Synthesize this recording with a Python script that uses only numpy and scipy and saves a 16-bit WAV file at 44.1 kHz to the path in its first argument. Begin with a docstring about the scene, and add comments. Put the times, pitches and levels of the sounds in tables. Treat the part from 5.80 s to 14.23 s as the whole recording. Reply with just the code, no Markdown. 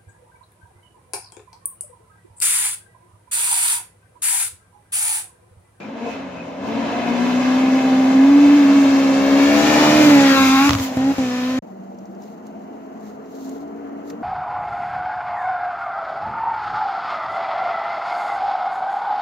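"""Rally car on a snowy forest road

A four-cylinder car at high revs comes up, passes close by and lifts off with exhaust pops; faint whistles at the start.
After a hard cut and a short silence, another car draws nearer, far off among the trees; clothing rustles and ticks.
Engines are sines at multiples of the firing rate plus noise roar; pops are spikes, fizz and thuds;
whistles, cloth and ticks are shaped noise. Trees, snow and road add echoes."""
import sys
import numpy as np
from scipy import signal
from scipy.io import wavfile

SR = 44100
rng = np.random.default_rng(int(sys.argv[2]) if len(sys.argv) > 2 else 0)


def log_audio(samples):
    """Write samples as a 16-bit WAV file to the path given in sys.argv[1]."""
    # one column per channel
    frames = np.atleast_2d(samples).T
    # limit to full scale, then quantise
    limited = np.clip(frames, -1, 1)
    pcm = np.round(limited * 32767).astype(np.int16)
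    wavfile.write(sys.argv[1], SR, pcm)


N = 371610

# Levels are settings ahead of resonances, bounces and microphone.
# passing car, engine speed: t/s, firing rate f/Hz
PASS_FIRING_HZ = [(0, 199), (0.122, 227.3), (.25, 234.2), (.33, 223.2), (0.451, 193.3), (0.621, 170.3),
                  (0.721, 165.6), (.82, 200.6), (.95, 230.5), (1.301, 238.2), (1.5, 248.3), (1.7, 255.6),
                  (1.85, 261.7), (2.2, 261.7), (2.4, 267), (2.53, 283), (2.62, 286.4), (2.69, 284.2),
                  (2.77, 291.9), (2.85, 275.9), (2.93, 282), (3.069, 274.7), (3.33, 269.8), (3.622, 278),
                  (3.78, 291.4), (3.9, 300.8), (4.06, 298.3), (4.19, 305), (4.28, 295.4), (4.38, 279),
                  (4.5, 271.6), (4.68, 265.4), (4.78, 267.3), (4.869, 286), (4.969, 274.4), (5.14, 255.2),
                  (5.2, 262), (5.32, 277.7), (5.38, 270.5), (5.43, 254.3), (5.5, 249), (5.618, 250.4),
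                  (5.791, 261)]
# passing car, firing tone at full throttle: t/s, level/dB
PASS_TONE_DB = [(0, -43.5), (.12, -40), (.24, -25), (.33, -44), (.45, -37.5), (.62, -43.5), (.75, -45),
                (.95, -23), (1.1, -34), (1.2, -30), (1.299, -21.5), (1.7, -15), (2.3, -12.5), (2.58, -7),
                (3.0, -11), (3.3, -15.5), (3.6, -11.5), (3.95, -17), (4.12, -15), (4.299, -7), (4.6, -14.5),
                (4.88, -11.5), (5.17, -16.5), (5.31, -15), (5.389, -16.5), (5.5, -22.5), (5.79, -18.5)]
# overtones as the tail pipe turns to the listener: t/s, 2nd multiple/dB, 4th/dB, higher multiples/dB, unevenness/dB
PASS_OVERTONES_DB = [(0, -62, -66, -72, -44), (.25, -35.5, -40, -66, -52), (.6, -69, -89, -66, -49),
                     (.95, -36.5, -42, -53, -60), (1.3, -43, -36, -52, -33.5), (1.6, -40, -36, -63, -36),
                     (2.1, -31.5, -47, -49, -35), (2.798, -50, -38, -43, -31.5),
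                     (3.2, -26, -35.5, -51, -31), (3.6, -23.5, -36, -38, -26),
                     (3.85, -33.5, -56, -36, -22.5), (4.05, -22, -25, -32.5, -21),
                     (4.28, -19, -48, -29, -27), (4.44, -20, -33, -30.5, -25.5), (4.53, -22, -29, -27, -35),
                     (4.58, -20.5, -17.5, -25.5, -32), (4.69, -37, -26, -31, -40),
                     (4.78, -34, -18, -26.5, -43), (4.88, -39, -26, -33, -47), (5.17, -33, -43, -48, -47),
                     (5.309, -32, -58, -43, -32), (5.4, -29.5, -59, -52, -39.5),
                     (5.52, -32.5, -40, -46, -40.5), (5.79, -32.5, -39, -48, -51)]
# passing car, 3rd multiple: t/s, level/dB
PASS_THIRD_DB = [(0, -76), (.25, -36.5), (.4, -47), (.8, -44), (.95, -42), (1.2, -31.5), (1.6, -37),
                 (2.1, -29), (2.5, -34), (2.9, -38), (3.3, -37), (3.8, -41), (4.05, -24), (4.2, -35),
                 (4.4, -22), (4.52, -31), (4.58, -24.5), (4.7, -27), (4.8, -19.5), (4.88, -24.5),
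                 (5.17, -35), (5.31, -31), (5.43, -35.5), (5.79, -42)]
# passing car: t/s, quarter lines above the 3rd multiple/dB, once-per-turn beat/dB
PASS_RASP_DB = [(0, -64, -61.5), (1.6, -43, -41.5), (3.1, -41, -39.5), (3.7, -39.5, -42), (4.05, -34, -28),
                (4.4, -35.5, -27.5), (4.65, -45, -54), (4.88, -51, -38), (5.2, -50, -35), (5.79, -64, -53)]
# passing car, roar: t/s, level/dB, treble/dB, bass/dB (treble and bass act as change from their own mean)
PASS_ROAR_DB = [(0, -45, -19, 9), (.14, -46, -21, 12), (0.309, -37.5, -16, 7.5), (.45, -42, -24, 8.5),
                (.8, -44, -18, 12), (.88, -37.5, -14, 13), (1.0, -34, -22, 9.5), (1.5, -30.5, -14.5, 5),
                (2.4, -32.5, -11.5, 9.5), (2.67, -29, -12, 4.5), (3.408, -29.5, -9, 5.5),
                (3.959, -21.5, -6.5, 2), (4.239, -22, -5.5, 4), (4.402, -21.5, -9, -2.5),
                (4.63, -23.5, -3.5, -1.5), (4.89, -24, -4.5, -4), (4.969, -34.5, -0.5, 7),
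                (5.042, -34, 6.5, 3), (5.11, -38.5, -4, 10.5), (5.6, -34, -7, -1.5),
                (5.791, -35.5, -9, 1.5)]
# passing car, roar bands centred under 190 Hz: t/s, change/dB
PASS_DEEP_DB = [(0, 1), (.9, 1.5), (2.2, -6), (3.1, 0), (3.9, 2.5), (4.4, 2.5), (4.9, 5.5), (5.79, 6)]
# passing car: t/s, left-right difference/dB
PASS_PAN_DB = [(0, 2), (1.3, 3), (2.7, -1.5), (3.9, 3), (4.2, -4), (4.5, -0.5), (5.79, 0.2)]
# throttle shut: start t/s, end t/s, first drop/dB, last drop/dB
THROTTLE_LIFTS = [(4.884, 5.169, -9, -14), (5.318, 5.383, -12, -20)]
# passing car: t/s, clear line of sight/0-1
PASS_NEARNESS = [(0, 0.35), (.3, .4), (.4, .65), (.7, .6), (.85, .4), (1.15, 0.4), (1.5, 0.66), (2.3, .76),
                 (3.4, 0.79), (3.9, 0.76), (4.3, 0.78), (4.9, 0.8), (5.099, 0.75), (5.79, 0.88)]
# inverted bounce off the snow ahead: t/s, notch spacing f/Hz, share/0-1
SNOW_COMB = [(0, 471, 0.24), (2.4, 467.5, 0.53), (3.0, 484, 0.42), (3.5, 485, 0.48), (4.1, 534, 0.33),
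             (4.3, 554, 0), (5.79, 545, 0)]
# bounce off the road under the tail pipe: t/s, peak spacing f/Hz, share/0-1
ROAD_COMB = [(0, 2600, 0), (4.301, 2660, 0), (4.42, 2000, 0.15), (4.51, 1550, 0.4), (4.581, 1253, 1),
             (4.72, 1221, 0.6), (4.881, 1291, 0.6), (5.0, 1075, 0.3), (5.2, 703, 0.1), (5.45, 613, 0.22),
             (5.79, 640.5, 0.2)]
# right channel delay, passing car: t/s, lag/samples
PASS_LAG_SAMPLES = [(0, 1), (1, 2), (3.2, 2), (4.2, 4), (5.79, 4)]
# far car: t/s, firing rate f/Hz, firing tone/dB, unevenness/dB, roar/dB
FAR_COURSE = [(5.83, 193.8, -42, -50, -56), (6.35, 195.2, -41, -43, -53), (6.501, 206.1, -44, -54, -52),
              (6.7, 211.5, -40.5, -41.5, -51), (7.099, 213.9, -55, -46, -49), (7.3, 209.3, -37, -46.5, -48),
              (7.499, 215.8, -63, -40.5, -48.5), (7.72, 215.5, -65, -36.5, -46.5),
              (7.88, 229.7, -52, -35.5, -46.5), (8.1, 224, -58, -35.5, -45), (8.3, 230, -68, -36, -44.5),
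              (8.43, 237, -35, -37, -45)]
# cylinder inequality: multiple of firing rate, level/dB re unevenness
PASS_UNEVEN = [(.25, -22.5), (.75, 1.5), (1.25, -5), (1.5, -2.5), (1.75, -1), (2.25, 1.5), (2.5, -10),
               (2.75, -4)]
FAR_UNEVEN_LINES = [(1.25, 4.5), (1.5, -22), (1.75, -5.5)]
# exhaust bark: multiple of firing rate, level/dB re higher multiples
BARK_LINES = [(5, 0), (6, -0.5), (7, 3), (8, -1), (9, -7), (10, -6.5), (11, -19), (12, -4.5), (13, -8),
              (14, -6.5), (15, -6), (16, -11.5), (17, -4.5), (18, -22)]
# resonances on the engine orders: f/Hz, width/Hz, level/dB
PIPE_MODES = [(1110, 210, 0), (1737, 130, 3), (2280, 200, -0.5)]
# relative roar spectra: f/Hz, density/dB per Hz
PASS_ROAR_COLOUR = [(38, -66), (65, -24), (170, -25), (277, -7), (364, -34), (503, -12.5), (873, -21.5),
                    (1660, -23), (1910, -33.5), (2570, -30), (3240, -30), (6750, -37), (8690, -20),
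                    (10400, -62.5), (15800, -42.5)]
FAR_ROAR_COLOUR = [(38, -62), (65, -14), (124, -47), (220, 1), (317, -3), (694, -17), (1000, -12.5),
                   (2950, -35), (3470, -47), (5240, -65), (7230, -46), (8490, -84), (15800, -58)]
# resonances in the roar: f/Hz, width/Hz, level/dB
PASS_BODY = [(269, 15.4, 15.5), (524, 180, 4.5), (1016, 123, 6.5), (1690, 490, 3), (2390, 530, 8.5)]
FAR_BODY_MODES = [(223.5, 6.8, 8), (402, 14, 0), (470, 23, 7.5), (667, 70, 16), (2780, 550, 4),
                  (3520, 1300, -20)]
# roar: f/Hz, left-right difference/dB
ROAR_PAN_DB = [(250, 0), (500, -1), (1000, 4), (2000, -1), (4000, 0.5), (8000, 0.5)]
# noise bands: f/Hz, left-right correlation/1
STEREO_LIKENESS = [(60, 1), (125, 1), (250, 0.99), (500, 0.67), (1000, 0.054), (2000, 0.58), (5000, 0.038),
                   (12000, 0.069)]
# unburnt fuel in the pipe: t/s, relative crack level/dB, relative thud level/dB
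EXHAUST_POPS = [(4.8934, 1.5, -16), (4.9076, -1, -16), (4.933, -5, -19), (4.9403, -13, -38),
                (4.951, -7, -19), (4.9862, -13, -39), (4.999, -11, -22), (5.1695, -37, -27),
                (5.383, -28, -28.5)]
# breathy whistles of the distant car: centre t/s, f/Hz, level/dB, half length/s
CAR_WHISTLES = [(0.032, 2400, -43, 0.043), (0.3, 2580, -37.5, .05), (0.602, 2510, -39.5, 0.035)]
# cloth swells: centre t/s, level/dB, half length/s
CLOTH_SWELLS = [(6.435, -59, .02), (6.5, -64, .045), (6.676, -67, 0.019), (7.277, -60, 0.06),
                (7.555, -59, 0.066), (7.654, -52, 0.06), (7.746, -57.5, 0.048), (7.815, -62, 0.019),
                (8.294, -56, 0.032)]
# relative cloth spectrum: f/Hz, density/dB per Hz
CLOTH_COLOUR = [(1760, -40), (3000, 3), (4020, -4), (5650, -4), (7100, 3.5), (7990, -12), (8940, -56),
                (14900, 5.5), (15800, -8)]
# cloth resonances: f/Hz, width/Hz, level/dB
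CLOTH_MODES = [(3380, 440, -3), (4260, 760, 7), (6400, 1300, 2.5)]
# dry ticks close by: t/s, relative level/dB, strongest f/Hz
CLOSE_TICKS = [(6.145, -56, 5700), (6.188, -46, 5700), (6.256, -47, 5600), (6.3495, -52, 5500),
               (6.422, -45, 5700), (6.436, -48, 4400), (6.578, -51, 1600), (6.6687, -43, 7000),
               (7.1771, -54, 6200), (7.4589, -53, 4500), (7.553, -52, 4190), (7.694, -35, 7100),
               (7.78, -52, 3850), (8.301, -36, 5770), (8.302, -40, 3680), (8.303, -34, 1900)]

CUT_S, RESUME_S = 5.79, 5.822
UNHEARD_DB = -90  # groups of lines that never exceed this are left out
LIFT_EDGE_S, LIFT_ROAR_SHARE = 0.012, 0.058  # the roar takes this share of the drop/dB
RELIGHT_DB, RELIGHT_S = 6, 0.008
RASP_SLOPE_DB = -1.5  # per multiple
UPPER_PAN_DB = 7  # higher multiples lean left
ROAD_ON_ROAR = 0.55  # the spread-out roar bounces less sharply than the pipe
ROAD_DULL_HZ = 5500
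MIC_TOP_HZ = 16200


def car(t, controls, uneven, colour, body, level_band_hz, pivot_hz, lag, near, snow, road):
    """Engine orders on one crank phase, tree echoes and roar that throbs with the firing."""
    firing_hz, tones_db, roar_db = controls
    higher_db, pan_db = tones_db[4], roar_db[4]
    hidden = 1 - np.clip(near, 0, 1)
    tone, upper, shaken = engine_orders(firing_hz, tones_db, uneven, hidden)
    tone = resonate(tone, PIPE_MODES)
    upper = bounced(resonate(upper, PIPE_MODES), snow, road, 1)
    roar = road_roar(len(t), roar_db, colour, pivot_hz)
    roar = resonate(bounced(roar, snow, road, ROAD_ON_ROAR), body)
    level_db = roar_db[0]
    # the harder the bark, the more each firing spits
    throb = np.clip(0.16 + 0.16 * from_db(higher_db - level_db), 0, 1.4) * (1 - hidden) ** 2
    roar = roar / np.std(band(roar.mean(axis=0), *level_band_hz)) * from_db(level_db)
    roar = roar * np.exp(throb * (np.cos(shaken - 0.5) - throb / 2))
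    heard = tone * sides(pan_db + 0 * t)
    heard = heard + upper * sides(pan_db + UPPER_PAN_DB + 0 * t)
    heard = heard + trees((tone + upper) * from_db(-17.5 + 7.2 * hidden), t60_s=0.46) + roar
    heard[1] = late(heard[1], lag)  # right microphone is further from the road
    edge_s = 0.0015
    return heard * np.clip(np.minimum(t - t[0], t[-1] - t) / edge_s, 0, 1)


def engine_orders(firing_hz, tones_db, uneven, hidden):
    """Sines at multiples of the firing rate; behind trees they flutter, in plain sight they are steadier."""
    size = len(firing_hz)
    first_db, second_db, third_db, fourth_db, higher_db, uneven_db, rasp_db, beat_db = tones_db
    wander = (0.0015 + 0.0201 * hidden ** 2) * drift(23.1, size)
    phase = 2 * np.pi * np.cumsum(firing_hz * (1 + wander)) / SR
    flutter_db = (0.5 + 7.8 * hidden ** 2) * drift(35, size)
    tone = np.sqrt(2) * from_db(first_db + flutter_db) * np.cos(phase)
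    upper = np.zeros(size)  # above the 4th multiple

    # whole multiples in step sharpen each firing into a pulse
    whole = [(2, second_db), (3, third_db), (4, fourth_db)]
    if np.max(higher_db) > UNHEARD_DB:
        whole += [(k, higher_db + db - 10 * hidden) for k, db in BARK_LINES]
    # uneven firing times blur the high multiples
    shaken = phase + (0.015 + 0.6 * hidden ** 2) * drift(54, size)
    for k, db in whole:
        flutter_db = (0.3 + 16 * hidden ** 2) * drift(24, size)
        line = np.sqrt(2) * from_db(db + flutter_db) * np.cos(k * shaken - 0.5 * k)
        if k > 4:
            upper += line
        else:
            tone += line

    tone += np.sqrt(2) * from_db(beat_db) * np.cos(phase / 2)  # once per crank turn
    # unequal cylinders: quarter lines, each fading on its own
    quarters = [(k, uneven_db + db) for k, db in uneven]
    if np.max(rasp_db) > UNHEARD_DB:
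        quarters += [(k / 4, rasp_db + RASP_SLOPE_DB * (k / 4 - 3)) for k in range(13, 38) if k % 4]
    for k, db in quarters:
        # upper lines nearly in step: one cylinder raps harder
        start = rng.uniform(0, 2 * np.pi if k < 3 else 2)
        line = from_db(db + 1.8 * drift(6.5, size)) * np.cos(k * phase + start)
        if k > 4:
            upper += line
        else:
            tone += line
    return tone, upper, shaken


def road_roar(size, roar_db, colour, pivot_hz):
    """Intake, tyre and snow noise; air and distance take the treble first."""
    _, treble_db, bass_db, deep_db, _ = roar_db
    treble_db = treble_db - treble_db.mean()
    bass_db = bass_db - bass_db.mean()
    together = drift(8.6, size)
    roar = 0
    for hz, noise in noise_bands(colour, size):
        bright = np.clip(np.log2(hz / pivot_hz) / 2.34, 0, 1.5)
        low = np.clip(np.log2(1400 / hz), 0, 1)
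        change_db = bright * treble_db + low * bass_db + deep_db * (hz < 190)
        change_db = change_db + 0.23 * together + 1.03 * drift(9.0, size)
        roar = roar + noise * sides(at_hz(ROAR_PAN_DB, hz))[:, None] * from_db(change_db)
    return roar


def passing_controls(t):
    """Passing car: throttle lifts cut the tone levels; the first firings afterwards bark harder."""
    lift_db, relight_db = 0, 0
    for start, end, early_db, late_db in THROTTLE_LIFTS:
        knots = [start, start + LIFT_EDGE_S, end - LIFT_EDGE_S, end]
        lift_db = lift_db + np.interp(t, knots, [0, early_db, late_db, late_db]) * (t < end)
        relight_db = relight_db + RELIGHT_DB * np.exp(-np.abs(t - end) / RELIGHT_S) * (t >= end)
    second_db, *others_db = in_time(t, PASS_OVERTONES_DB)
    overtones_db = [second_db] + in_time(t, PASS_THIRD_DB) + others_db + in_time(t, PASS_RASP_DB)
    tones_db = [in_time(t, PASS_TONE_DB)[0] + lift_db]
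    tones_db += [db + lift_db + relight_db for db in overtones_db]
    level_db, treble_db, bass_db = in_time(t, PASS_ROAR_DB)
    level_db = level_db + LIFT_ROAR_SHARE * lift_db + relight_db / 2
    roar_db = [level_db, treble_db, bass_db, in_time(t, PASS_DEEP_DB)[0], in_time(t, PASS_PAN_DB)[0]]
    return in_time(t, PASS_FIRING_HZ)[0], tones_db, roar_db


def pops():
    """Each pop is a pressure spike with a short fizz, plus a 100 Hz thud of the pipe."""
    out = np.zeros((2, N))
    t = np.arange(round(0.12 * SR)) / SR
    spike = resonate(band(np.exp(-t / 0.0001), 330, 6200), [(1171, 180, 10)])
    thud = np.sin(2 * np.pi * 100 * t) * np.exp(-t / 0.0136) * (1 - np.exp(-t / 0.0018))
    for s, crack_db, thud_db in EXHAUST_POPS:
        fizz = rms_one(band(rng.standard_normal((2, len(t))), 532, 4820)) * np.exp(-t / 0.0017)
        crack = (1.5 * spike + 0.34 * fizz) * from_db(crack_db)
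        out[:, round(s * SR):][:, :len(t)] += crack + thud * from_db(thud_db + 7.0)
    return out


def whistles():
    """Noise through a 120 Hz wide band, swelling and fading."""
    t = np.arange(SR) / SR
    out = 0
    for s, hz, db, length in CAR_WHISTLES:
        breath = rms_one(band(rng.standard_normal((2, SR)), hz - 60, hz + 60))
        out = out + from_db(db) * np.exp(-((t - s) / length) ** 2) * breath
    return out


def far_controls(t):
    """The far car draws nearer: its 2nd multiple grows, its roar changes colour evenly."""
    firing_hz, tone_db, uneven_db, level_db = in_time(t, FAR_COURSE)
    nearer = (t - t[0]) / (t[-1] - t[0])
    second_db = np.interp(nearer, [0, 1], [-56, -41])
    third_db = fourth_db = np.interp(nearer, [0, 1], [-48, -71])
    beat_db = -69.5
    tones_db = [tone_db, second_db, third_db, fourth_db, UNHEARD_DB, uneven_db, UNHEARD_DB, beat_db]
    roar_db = [level_db, -14 * nearer, -7 * nearer, 11 * nearer, 1.3]  # level, treble, bass, deep, pan
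    return firing_hz, tones_db, roar_db


def rustles(t):
    """Bright grainy noise: soft swells as cloth rubs, and ticks that die within milliseconds."""
    bright = sum(noise for hz, noise in noise_bands(CLOTH_COLOUR, len(t)) if hz > 2800)
    cloth = rms_one(resonate(bright, CLOTH_MODES))
    swell = sum(from_db(db) * np.exp(-((t - s) / length) ** 2) for s, db, length in CLOTH_SWELLS)
    out = cloth * (swell + from_db(-65.0)) * from_db(1.3 * drift(60, len(t)))
    after = np.arange(-200, 900) / SR
    shape = np.exp(-np.abs(after) / np.where(after < 0, 0.001, 0.004))
    for s, db, hz in CLOSE_TICKS:
        centre = round((s - t[0]) * SR)
        at = slice(centre - 200, centre + 900)
        body = rms_one(band(rng.standard_normal(len(after)), hz / 1.15, hz * 1.27))
        out[:, at] += from_db(db - 10.0) * shape * (0.41 * cloth[:, at] + 1.5 * body)
    return out


def trees(x, t60_s):
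    """Scattered echoes off the trunks, other ones on each side."""
    size = int(t60_s * SR)
    sparse = rng.standard_normal((2, size)) * (rng.random((2, size)) < 0.01)
    echoes = sparse * from_db(-60 * np.arange(size) / size)
    echoes /= np.sqrt(np.sum(echoes ** 2, axis=1, keepdims=True))
    return signal.fftconvolve(x[None], echoes, axes=1)[:, :len(x)]


def bounced(x, snow, road, road_part):
    """Two ground bounces, each (spacing/Hz, share): combs whose teeth slide as the spacing changes."""
    # band-passed forward and backward to nearly cancel the filter delay
    off_snow = band(band(x, 1380, 5500)[..., ::-1], 1400, 4900)[..., ::-1]
    x = x - np.clip(snow[1], 0, 1) * late(off_snow, SR / snow[0])
    share = road_part * np.clip(road[1], 0, 1)
    # the road swallows the treble
    dull = signal.sosfiltfilt(signal.butter(2, ROAD_DULL_HZ, fs=SR, output="sos"), x)
    return x + share * late(dull, SR / road[0])


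def noise_bands(spectrum, size):
    """Half-octave bands of stereo noise with the given colour, as (centre/Hz, band) pairs."""
    edges = 65 * 2 ** np.arange(0, 8.3, 0.5)
    white = rng.standard_normal((2, 2, size))  # neighbouring bands use different noise
    for k, (low, high) in enumerate(zip(edges, edges[1:])):
        mid, side = band(white[k % 2], low, high)
        hz = np.sqrt(low * high)
        alike = np.clip(at_hz(STEREO_LIKENESS, hz), 0, 1)
        stereo = np.sqrt(1 + alike) * mid + np.sqrt(1 - alike) * side * [[1], [-1]]
        yield hz, from_db(at_hz(spectrum, hz)) * stereo


def resonate(x, body):
    """Add two-pole resonances: positive dB lifts, negative dB dips."""
    out = x
    for hz, width, db in body:
        r = np.exp(-np.pi * width / SR)
        zeros = [(1 - r * r) / 2, 0, (r * r - 1) / 2]
        poles = [1, -2 * r * np.cos(2 * np.pi * hz / SR), r * r]
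        out = out + (from_db(db) - 1) * signal.lfilter(zeros, poles, x)
    return out


def late(x, lag):
    """Delay by lag samples, which may change with time."""
    at = np.arange(x.shape[-1])
    rows = [np.interp(at - lag, at, row, left=0) for row in np.atleast_2d(x)]
    return np.array(rows).reshape(x.shape)


def drift(rate_hz, size):
    """Unit-rms random wander: two-pole low-passed noise, computed every 40 samples."""
    r = np.exp(-80 * np.pi * rate_hz / SR)
    noise = rng.standard_normal(size // 40 + 2002)
    slow = signal.lfilter([1], [1, -2 * r, r * r], noise)[2000:]  # drop the filter's start-up
    return np.interp(np.arange(size) / 40, np.arange(len(slow)), rms_one(slow))


def band(x, low_hz, high_hz):
    """Butterworth band-pass."""
    return signal.sosfilt(signal.butter(2, [low_hz, high_hz], "band", fs=SR, output="sos"), x)


def sides(pan_db):
    """Left and right gains of a level difference."""
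    return from_db(np.array([pan_db / 2, -pan_db / 2]))


def from_db(db):
    """Decibels to gain."""
    return 10 ** (np.asarray(db) / 20)


def rms_one(x):
    """Scale to unit rms."""
    return x / np.sqrt(np.mean(x ** 2) + 1e-20)


def at_hz(points, hz):
    """Read a spectrum on a log-frequency axis."""
    table = np.array(points)
    return np.interp(np.log(hz), np.log(table[:, 0]), table[:, 1])


def in_time(t, rows):
    """Columns of a curve table read at the times t."""
    s, *columns = np.transpose(rows)
    return [np.interp(t, s, c) for c in columns]


def scene():
    """Two stretches of road with a short silence at the cut."""
    t = np.arange(N) / SR
    first, second = t[t < CUT_S], t[t > RESUME_S]
    out = pops()
    out[:, :SR] += whistles()
    out[:, :len(first)] += car(
        first, passing_controls(first), PASS_UNEVEN, PASS_ROAR_COLOUR, PASS_BODY,
        level_band_hz=(1200, 3200), pivot_hz=2440,
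        lag=in_time(first, PASS_LAG_SAMPLES)[0], near=in_time(first, PASS_NEARNESS)[0],
        snow=in_time(first, SNOW_COMB), road=in_time(first, ROAD_COMB))
    far = car(
        second, far_controls(second), FAR_UNEVEN_LINES, FAR_ROAR_COLOUR, FAR_BODY_MODES,
        level_band_hz=(900, 1800), pivot_hz=1180,
        lag=22, near=0.424, snow=(1, 0), road=(1, 0))  # no ground bounces
    out[:, -len(second):] += far + rustles(second)
    return out


def record(dry):
    """The microphone housing dips near 8.6 kHz, peaks are rounded, deep bass and the top are cut."""
    dipped = dry - 0.86 * band(dry, 6640, 10650)
    rounded = 1.117 * np.tanh(dipped / 1.331)
    thinned = signal.sosfilt(signal.butter(2, 60, "high", fs=SR, output="sos"), rounded)
    return signal.sosfilt(signal.cheby2(20, 80, MIC_TOP_HZ, fs=SR, output="sos"), thinned)


dry = scene()
out = record(dry)
log_audio(out)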